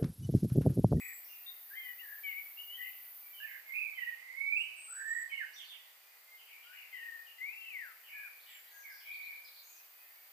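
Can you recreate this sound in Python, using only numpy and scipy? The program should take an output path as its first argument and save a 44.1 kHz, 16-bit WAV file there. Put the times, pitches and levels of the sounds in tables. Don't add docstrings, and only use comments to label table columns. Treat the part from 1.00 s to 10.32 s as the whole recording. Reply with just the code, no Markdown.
import sys
import numpy as np
from scipy import signal
from scipy.fft import rfft, irfft
from scipy.io import wavfile
from scipy.ndimage import uniform_filter1d

SR = 44100
rng = np.random.default_rng(int(sys.argv[2]) if len(sys.argv) > 2 else 0)


def wav_out(sig):
    wavfile.write(sys.argv[1], SR, np.round(np.clip(np.atleast_2d(sig).T, -1, 1) * 32767).astype(np.int16))


N = 411012


def gain_of(db):
    return 10 ** (np.asarray(db) / 20)


def evened(x):
    return x / np.sqrt(np.mean(x ** 2) + 1e-20)


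def read(points, hz):
    f, value = np.transpose(points)
    return np.interp(np.log(hz + 1), np.log(f + 1), value)


def add(mix, s, sound):
    start = round(s * SR)
    sound = sound[:, max(-start, 0):]
    part = mix[:, max(start, 0):][:, :sound.shape[1]]
    part += sound[:, :part.shape[1]]


def wander(rate_hz):
    hz = np.fft.rfftfreq(SR, 1 / SR)
    spectrum = rfft(rng.standard_normal(SR)) * np.exp(-(hz / rate_hz) ** 2)
    return evened(irfft(spectrum, SR))


def note(pan_db, warble_hz, rate, path, rasp_hz=16, flutter_db=2.4, overtone_db=-42, lag_per_db=1.6e-5):
    s, pitch, level = np.transpose(path)
    t = np.arange(s[0], max(s[-1], s[0] + .02), 1 / SR)
    hz = uniform_filter1d(np.interp(t, s, pitch), size=300)
    hz += rasp_hz * wander(250)[:len(t)]
    warble_rate = rate * (1 + .28 * wander(60)[:len(t)])
    cycles = np.cumsum(warble_rate) / SR
    depth_hz = np.interp(t, s, warble_hz * np.ones(len(s)))
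    hz += depth_hz * np.sin(2 * np.pi * cycles)

    ramp = np.clip(np.minimum(t - t[0], t[-1] - t) / .005, 0, 1)
    fade = np.sin(np.pi / 2 * ramp) ** 2
    flutter = flutter_db * wander(60)[:len(t)]
    loud = fade * gain_of(np.interp(t, s, level) + flutter)

    side = np.array([[.5], [-.5]]) * pan_db
    phase = 2 * np.pi * (np.cumsum(hz) / SR + hz * side * lag_per_db)
    tone = np.sin(phase) + gain_of(overtone_db) * np.sin(2 * phase)
    return s[0], np.sqrt(2) * loud * evened(gain_of(side)) * tone


def song(notes):
    out = np.zeros((2, N))
    for row in notes:
        add(out, *note(*row))
    return out


EDGE_DROP_DB = 7
SWELL_SHAPE = 1.6


def swell(share, db, loudest_at):
    peak = np.clip(loudest_at, .02, .98)
    distance = np.interp(share, [0, peak, 1], [1, 0, 1])
    return db - EDGE_DROP_DB * distance ** SWELL_SHAPE


def slur(start, length, first_hz, middle_hz, last_hz, db, loudest_at, warble_hz, rate, pan_db):
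    share = np.linspace(0, 1, 25)
    bow_hz = middle_hz - (first_hz + last_hz) / 2
    straight_hz = first_hz + (last_hz - first_hz) * share
    hz = straight_hz + bow_hz * (1 - (2 * share - 1) ** 2)
    path = np.transpose([start + length * share, hz, swell(share, db, loudest_at)])
    return pan_db, warble_hz, rate, path


THROAT_DB_PER_OCTAVE = 28
WHISTLE_RISE_S, WHISTLE_START_DB = .05, -9


def long_whistle(curve, db, throat_hz):
    s, pitch = np.transpose(curve)
    t = np.linspace(s[0], s[-1], 100)
    hz = np.interp(t, s, pitch)
    onset_db = WHISTLE_START_DB * np.clip(1 - (t - t[0]) / WHISTLE_RISE_S, 0, 1)
    detuning_db = THROAT_DB_PER_OCTAVE * abs(np.log2(hz / throat_hz))
    return np.transpose([t, hz, db + onset_db - detuning_db])


LEFT_PAN_DB = 6.5
# (t/s, length/s, first f/Hz, middle f/Hz, last f/Hz, level/dB,
# loudest point as share of length, warble depth f/Hz, mean warble rate f/Hz)
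LEFT_NOTES = [ (-.02, .16, 2240, 2200, 2070, -45, .45, 300, 70),
              (.70, .06, 1590, 1690, 1950, -50, .7, 20, 50),
              (.752, .06, 1990, 2110, 2080, -44.5, .45, 10, 50),
              (.822, .105, 2040, 1990, 1900, -46.5, .5, 10, 50),
              (1.007, .04, 2010, 1880, 1770, -49, .6, 20, 50),
              (1.045, .16, 1730, 1720, 1730, -49.5, .35, 70, 42),
              (1.233, .105, 2310, 2225, 2080, -39, .35, 10, 50),
              (1.343, .068, 2100, 2250, 2255, -39, .45, 10, 50),
              (1.772, .115, 1920, 1990, 2040, -44, .6, 50, 55),
              (5.64, .105, 1370, 1460, 1580, -59.5, .7, 10, 50),
              (5.925, .065, 2100, 2010, 1880, -44, .35, 45, 30),
              (5.98, .25, 1880, 1860, 1810, -46.5, .25, 45, 30),
              (7.13, .11, 1720, 1690, 1640, -53, .45, 10, 50),
              (7.23, .055, 1660, 1520, 1320, -55, .15, 10, 50)]
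# (t/s, f/Hz)
LEFT_LONG_WHISTLE = [(6.38, 1987), (6.41, 2020), (6.49, 2370), (6.538, 2690), (6.61, 2740), (6.69, 2660),
                     (6.774, 2029), (6.825, 1800), (6.868, 1450), (6.925, 1260)]


def left_bird(warble_hz=12, rate=40):
    path = long_whistle(LEFT_LONG_WHISTLE, db=-40.5, throat_hz=2130)
    arch = (LEFT_PAN_DB, warble_hz, rate, path)
    return song([slur(*row, LEFT_PAN_DB) for row in LEFT_NOTES] + [arch])


# (t/s, length/s, first f/Hz, middle f/Hz, last f/Hz, level/dB,
# loudest point as share of length, warble depth f/Hz, mean warble rate f/Hz, left minus right level/dB)
SMALL_BIRD_NOTES = [ (-.02, .23, 7950, 7790, 7680, -56.5, .2, 30, 70, .7),
                    (.46, .05, 3620, 3660, 3700, -46.5, .4, 75, 165, 8),
                    (.75, .07, 3040, 3180, 3150, -57, .65, 10, 50, 8),
                    (.81, .125, 3150, 2980, 2900, -57, .3, 10, 50, 8),
                    (.985, .04, 2560, 2850, 2960, -50, .4, 40, 90, 10),
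                    (1.57, .075, 2660, 2920, 2770, -46, .5, 50, 90, 5),
                    (1.67, .105, 2830, 2970, 3200, -47, .65, 30, 90, 5),
                    (3.76, .07, 8170, 8180, 8150, -55, .9, 20, 70, .5),
                    (3.825, .225, 8160, 8010, 7790, -46.5, .45, 40, 70, .5),
                    (4.07, .17, 7820, 7760, 7770, -51.5, .2, 30, 70, .5),
                    (7.49, .14, 7880, 7380, 7270, -63, .5, 60, 70, 0)]


def small_birds():
    return song([slur(*row) for row in SMALL_BIRD_NOTES])


# (f/Hz, t/s)
DECAY_TIMES = [(1500, .68), (2300, .8), (4000, .6), (8000, .5)]
# (delay t/s, level/dB)
LATE_SLAPS = [(.21, -29), (.315, -33)]


def enclosure(x, direct_db, early_db, tail_db):
    count = 8
    early = np.zeros((2, SR))
    at = (rng.uniform(.002, .045, (2, count)) * SR).astype(int)
    signs = rng.choice([-1, 1], at.shape)
    np.put_along_axis(early, at, signs / np.sqrt(count), 1)

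    hz, t, z = signal.stft(rng.standard_normal((2, SR)), SR, nperseg=256)
    decay = gain_of(-60 * t / read(DECAY_TIMES, hz)[:, None])
    z *= decay * (1 - np.exp(-t / .01))
    tail = signal.istft(z, SR, nperseg=256)[1][:, :SR]
    tail = evened(tail) / np.sqrt(SR)

    bounces = signal.fftconvolve(x, early, axes=1)[:, :N]
    crossed = x + .3 * x[::-1]
    scattered = signal.fftconvolve(crossed, tail, axes=1)[:, :N]
    out = gain_of(direct_db) * x + gain_of(early_db) * bounces + gain_of(tail_db) * scattered
    for delay, db in LATE_SLAPS:
        add(out, delay, gain_of(db) * bounces[::-1])
    return out


AIR_DB = -62.5
# (f/Hz, level/dB)
AIR_SPECTRUM = [(25, -24), (48, -23), (85, -34), (190, -29), (300, -21), (450, -10), (750, -3.5),
                (1300, -4), (2200, -2), (3500, -7), (4400, -7), (4720, -2), (5100, -9.5), (8500, -11),
                (15000, -11.5)]
# (f/Hz, correlation 0-1)
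AIR_COHERENCE = [(30, .9), (80, .7), (200, 0), (3500, .05), (6500, .1), (8500, .95)]


def air():
    hz = np.fft.rfftfreq(N, 1 / SR)
    a, b = rfft(rng.standard_normal((2, N)))
    same = np.clip(read(AIR_COHERENCE, hz), -1, 1)
    right = same * a + np.sqrt(1 - same ** 2) * b
    z = np.array([a, right]) * gain_of(read(AIR_SPECTRUM, hz))
    return gain_of(AIR_DB) * evened(irfft(z, N))


# (f/Hz, level/dB)
INSECT_SPECTRUM = [(7000, -43), (9300, -23), (10000, -15), (11200, -15), (11900, -9), (12400, -4),
                   (13200, -4), (14000, 0), (15450, -3), (15700, -40)]
# (t/s, level/dB)
INSECT_COURSE = [(0, -52), (2.35, -53), (2.65, -60.5), (3.1, -62), (3.25, -69.5), (4.2, -69.5), (4.8, -64),
                 (6.2, -63), (7.4, -61), (9.3, -62)]


def insects(ridge_db=3.8, flicker_db=1, width=.12):
    frames, hz = N // 512 + 5, np.fft.rfftfreq(2048, 1 / SR)
    a, b, c, d, ridges = rng.standard_normal((5, frames, len(hz)))
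    ridges = uniform_filter1d(ridges, size=200, axis=0, mode="wrap")
    ridges = evened(uniform_filter1d(ridges, size=3, axis=1))
    flicker = rng.standard_normal((frames, 1))
    colour = gain_of(read(INSECT_SPECTRUM, hz) + ridge_db * ridges + flicker_db * flicker)
    z = np.array([(a + 1j * b) * colour, (c + 1j * d) * colour]).transpose(0, 2, 1)
    mid, side = signal.istft(z, nperseg=2048, noverlap=1536)[1][:, :N]
    level = np.interp(np.arange(N) / SR, *np.transpose(INSECT_COURSE))
    stereo = np.array([mid + width * side, mid - width * side])
    return gain_of(level) * evened(stereo)


def chorus(count=110, low_hz=1800, high_hz=2500, glide=.12, level_db=-73):
    notes = []
    for when, height, bend, strength in rng.random((count, 4)):
        s = when * N / SR
        hz = low_hz + (high_hz - low_hz) * height
        db = level_db + 6 * (strength - .5)
        last_hz = hz * (1 + glide * (2 * bend - 1))
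        notes.append((0, 40, 50, [(s, hz, db), (s + .13, last_hz, db)]))
    return song(notes)


RASP_HZ = 330
# (t/s, length/s, first f/Hz, last f/Hz, level/dB)
RASPY_SWEEPS = [(.24, .08, 5850, 5720, -69), (3.57, .06, 7900, 8150, -64), (4.565, .05, 7400, 6300, -68),
                (4.642, .03, 4350, 4950, -62), (7.46, .10, 3100, 3200, -59), (7.47, .11, 2300, 2000, -60),
                (7.71, .12, 6600, 6200, -67), (7.895, .12, 5080, 4920, -62), (8.0, .09, 2850, 3200, -64),
                (8.445, .045, 4600, 4050, -57), (8.53, .08, 4600, 3800, -60), (8.63, .09, 6500, 7100, -64),
                (8.71, .08, 7000, 5500, -65)]


def chips_and_buzz_overtone():
    notes = []
    for s, length, first_hz, last_hz, db in RASPY_SWEEPS:
        path = [(s, first_hz, db), (s + length, last_hz, db)]
        notes.append((0, 0, 0, path, RASP_HZ))
    return song(notes)


def fall(start, length, db, top_hz, end_hz, bend, loudest_at):
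    share = np.linspace(0, 1, 25)
    hz = top_hz + (end_hz - top_hz) * share ** bend
    return np.transpose([start + length * share, hz, swell(share, db, loudest_at)])


DOWNSLUR_SHAPE = 3100, 2300, 1.7, .35
BUZZ_SHAPE = 3620, 1650, 3, .4
BUZZ_PAN_DB, BUZZ_DEPTH_HZ, BUZZ_PER_S = -6, 120, 160
# (t/s, length/s, first f/Hz, middle f/Hz, last f/Hz, level/dB,
# loudest point as share of length, warble depth f/Hz, mean warble rate f/Hz, left minus right level/dB)
FAR_NOTES = [ (.28, .10, 2870, 2710, 2640, -58, .25, 5, 50, -4),
             (2.2, .15, 2330, 2320, 2270, -61, .7, 10, 50, 0),
             (4.295, .02, 2250, 2550, 2750, -51, .4, 100, 160, -3),
             (5.25, .11, 2080, 2110, 2150, -59, .6, 20, 50, 0),
             (5.47, .14, 2380, 2300, 2250, -57, .6, 130, 70, 2),
             (5.725, .04, 1720, 1880, 2100, -54, .6, 150, 110, 3),
             (5.72, .135, 2650, 2520, 2420, -52.5, .6, 340, 65, 5),
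             (7.085, .19, 2220, 2370, 2310, -49.5, .4, 110, 50, 0),
             (7.71, .10, 1600, 1650, 1620, -57, .4, 10, 50, 0),
             (7.828, .06, 2320, 2190, 1950, -50, .4, 60, 50, 0),
             (7.87, .07, 1850, 1650, 1540, -54, .3, 30, 50, 0),
             (8.045, .30, 2320, 2350, 2270, -45, .25, 100, 48, 1)]
# (t/s, length/s, level/dB, left minus right level/dB, warble depth f/Hz)
FALLING_CALLS = [ (1.228, .10, -54, -2, 20), (1.765, .115, -52, 1, 20), (2.33, .13, -50, -3, 20),
                 (2.945, .135, -52.5, -3, 20), (3.595, .12, -51, -3, 20), (4.29, .115, -48, -3, 40),
                 (5.372, .055, -56, 0, 160), (5.455, .06, -58, 0, 160), (5.617, .06, -57, 2, 180),
                 (5.915, .135, -58, 0, 90), (6.255, .05, -55, 0, 60), (6.335, .04, -60, 0, 60),
                 (6.605, .13, -56.5, 0, 40), (7.03, .075, -56.5, 0, 110)]
# (t/s, length/s, level/dB)
BUZZ_HALVES = [(4.558, .07, -47.5), (4.678, .065, -47.5)]


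def far_birds(downslur_rate=50):
    notes = [slur(*row) for row in FAR_NOTES]
    for s, length, db, pan_db, warble_hz in FALLING_CALLS:
        path = fall(s, length, db, *DOWNSLUR_SHAPE)
        notes.append((pan_db, warble_hz, downslur_rate, path))
    for row in BUZZ_HALVES:
        notes.append((BUZZ_PAN_DB, BUZZ_DEPTH_HZ, BUZZ_PER_S, fall(*row, *BUZZ_SHAPE)))
    return song(notes)


# (start t/s, end t/s, [(f/Hz, level/dB), ..])
WHINE_LINES = [(.7, 2.6, [(13840, -70), (13997, -68), (14137, -70), (14869, -71)]),
               (7.6, 9.8, [(12398, -74), (13001, -75), (13604, -74), (14497, -75), (15240, -76)])]


def whines(waver_hz=10, trim_db=3):
    t, out = np.arange(N) / SR, np.zeros(N)
    for start, end, lines in WHINE_LINES:
        ramp = np.clip(np.minimum(t - start, end - t) / .4, 0, 1)
        for hz, db in lines:
            waver = evened(uniform_filter1d(rng.standard_normal(N), size=600))
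            phase = 2 * np.pi * np.cumsum(hz + waver_hz * waver) / SR
            out += ramp * gain_of(db + trim_db) * np.sqrt(2) * np.sin(phase)
    return out


RIGHT_PAN_DB = -8.5
# (t/s, length/s, first f/Hz, middle f/Hz, last f/Hz, level/dB,
# loudest point as share of length, warble depth f/Hz, mean warble rate f/Hz)
RIGHT_NOTES = [ (2.40, .07, 1620, 1750, 1790, -42.5, .65, 10, 50),
               (2.465, .12, 1950, 1900, 1850, -47, .35, 260, 62),
               (2.66, .06, 2170, 2130, 2100, -45, .7, 10, 50),
               (2.718, .025, 2120, 2170, 2250, -35.5, .4, 10, 50),
               (2.738, .105, 2400, 2510, 2430, -35.5, .45, 125, 58),
               (2.84, .095, 2390, 2330, 2310, -39, .25, 70, 58),
               (2.972, .034, 2090, 2020, 1950, -38, .3, 35, 33),
               (3.014, .042, 1930, 1900, 1900, -35.5, .25, 25, 33),
               (3.07, .042, 1910, 1910, 1780, -36.5, .3, 25, 33),
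               (3.17, .20, 2000, 2050, 2070, -49, .95, 70, 22),
               (4.312, .05, 2230, 2200, 2150, -40, .25, 20, 50),
               (4.372, .03, 2190, 2130, 2020, -36.5, .7, 20, 50),
               (4.4, .043, 1980, 1690, 1490, -35.5, .2, 10, 50)]
# (t/s, f/Hz)
RIGHT_CLIMB = [(3.365, 2139), (3.401, 2201), (3.459, 2229), (3.549, 2368), (3.567, 2552), (3.635, 2928)]
# (t/s, f/Hz, level/dB, warble depth f/Hz)
RIGHT_SWELLING = [(3.875, 1290, -63, 30), (3.985, 1660, -46.5, 160), (4.045, 1700, -46, 130),
                  (4.068, 1800, -39, 10), (4.115, 1855, -37.5, 20), (4.21, 1880, -38.5, 105),
                  (4.255, 1890, -47, 90)]


def right_bird(warble_hz=35, rate=27, swell_rate=62):
    path = long_whistle(RIGHT_CLIMB, db=-29.2, throat_hz=2510)
    rise = (RIGHT_PAN_DB, warble_hz, rate, path)
    curve = np.array(RIGHT_SWELLING)
    swelling = (RIGHT_PAN_DB, curve[:, 3], swell_rate, curve[:, :3])
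    return song([slur(*row, RIGHT_PAN_DB) for row in RIGHT_NOTES] + [rise, swelling])


FLICK_START, FLICK_BEND = .6, 1.5
FLICK_RASP_HZ = 90
# (t/s, length/s, top f/Hz, level/dB)
FLICK_SWEEPS = [(4.528, .024, 6100, -55), (7.39, .035, 4600, -64), (7.66, .045, 4700, -63),
                (8.108, .045, 4650, -57), (8.208, .045, 4450, -59), (8.322, .045, 4550, -61)]


def flicks():
    share = np.linspace(0, 1, 25)
    climb = 1 - (1 - FLICK_START) * (1 - share) ** FLICK_BEND
    notes = []
    for s, length, top_hz, db in FLICK_SWEEPS:
        path = np.transpose([s + length * share, top_hz * climb, np.full_like(share, db)])
        notes.append((0, 0, 0, path, FLICK_RASP_HZ))
    return song(notes)


def scene():
    left = enclosure(left_bird(), direct_db=-1.5, early_db=-7, tail_db=-11)
    small = enclosure(small_birds(), direct_db=-1, early_db=-8, tail_db=-11)
    far = enclosure(far_birds() + chorus(), direct_db=-9, early_db=-4, tail_db=-5.5)
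    rasps = enclosure(chips_and_buzz_overtone(), direct_db=-6, early_db=-4, tail_db=-5.5)
    right = enclosure(right_bird(), direct_db=-2.5, early_db=-5.5, tail_db=-11.3)
    thin = enclosure(flicks(), direct_db=-8, early_db=-8, tail_db=-7)
    return left + small + air() + insects() + far + rasps + whines() + right + thin


EDGE_HZ = 15540


def record(dry):
    lowpass = signal.firwin(1023, EDGE_HZ, window=("kaiser", 9), fs=SR)
    return signal.oaconvolve(dry, lowpass[None], "same")


dry = scene()
out = record(dry)
wav_out(out)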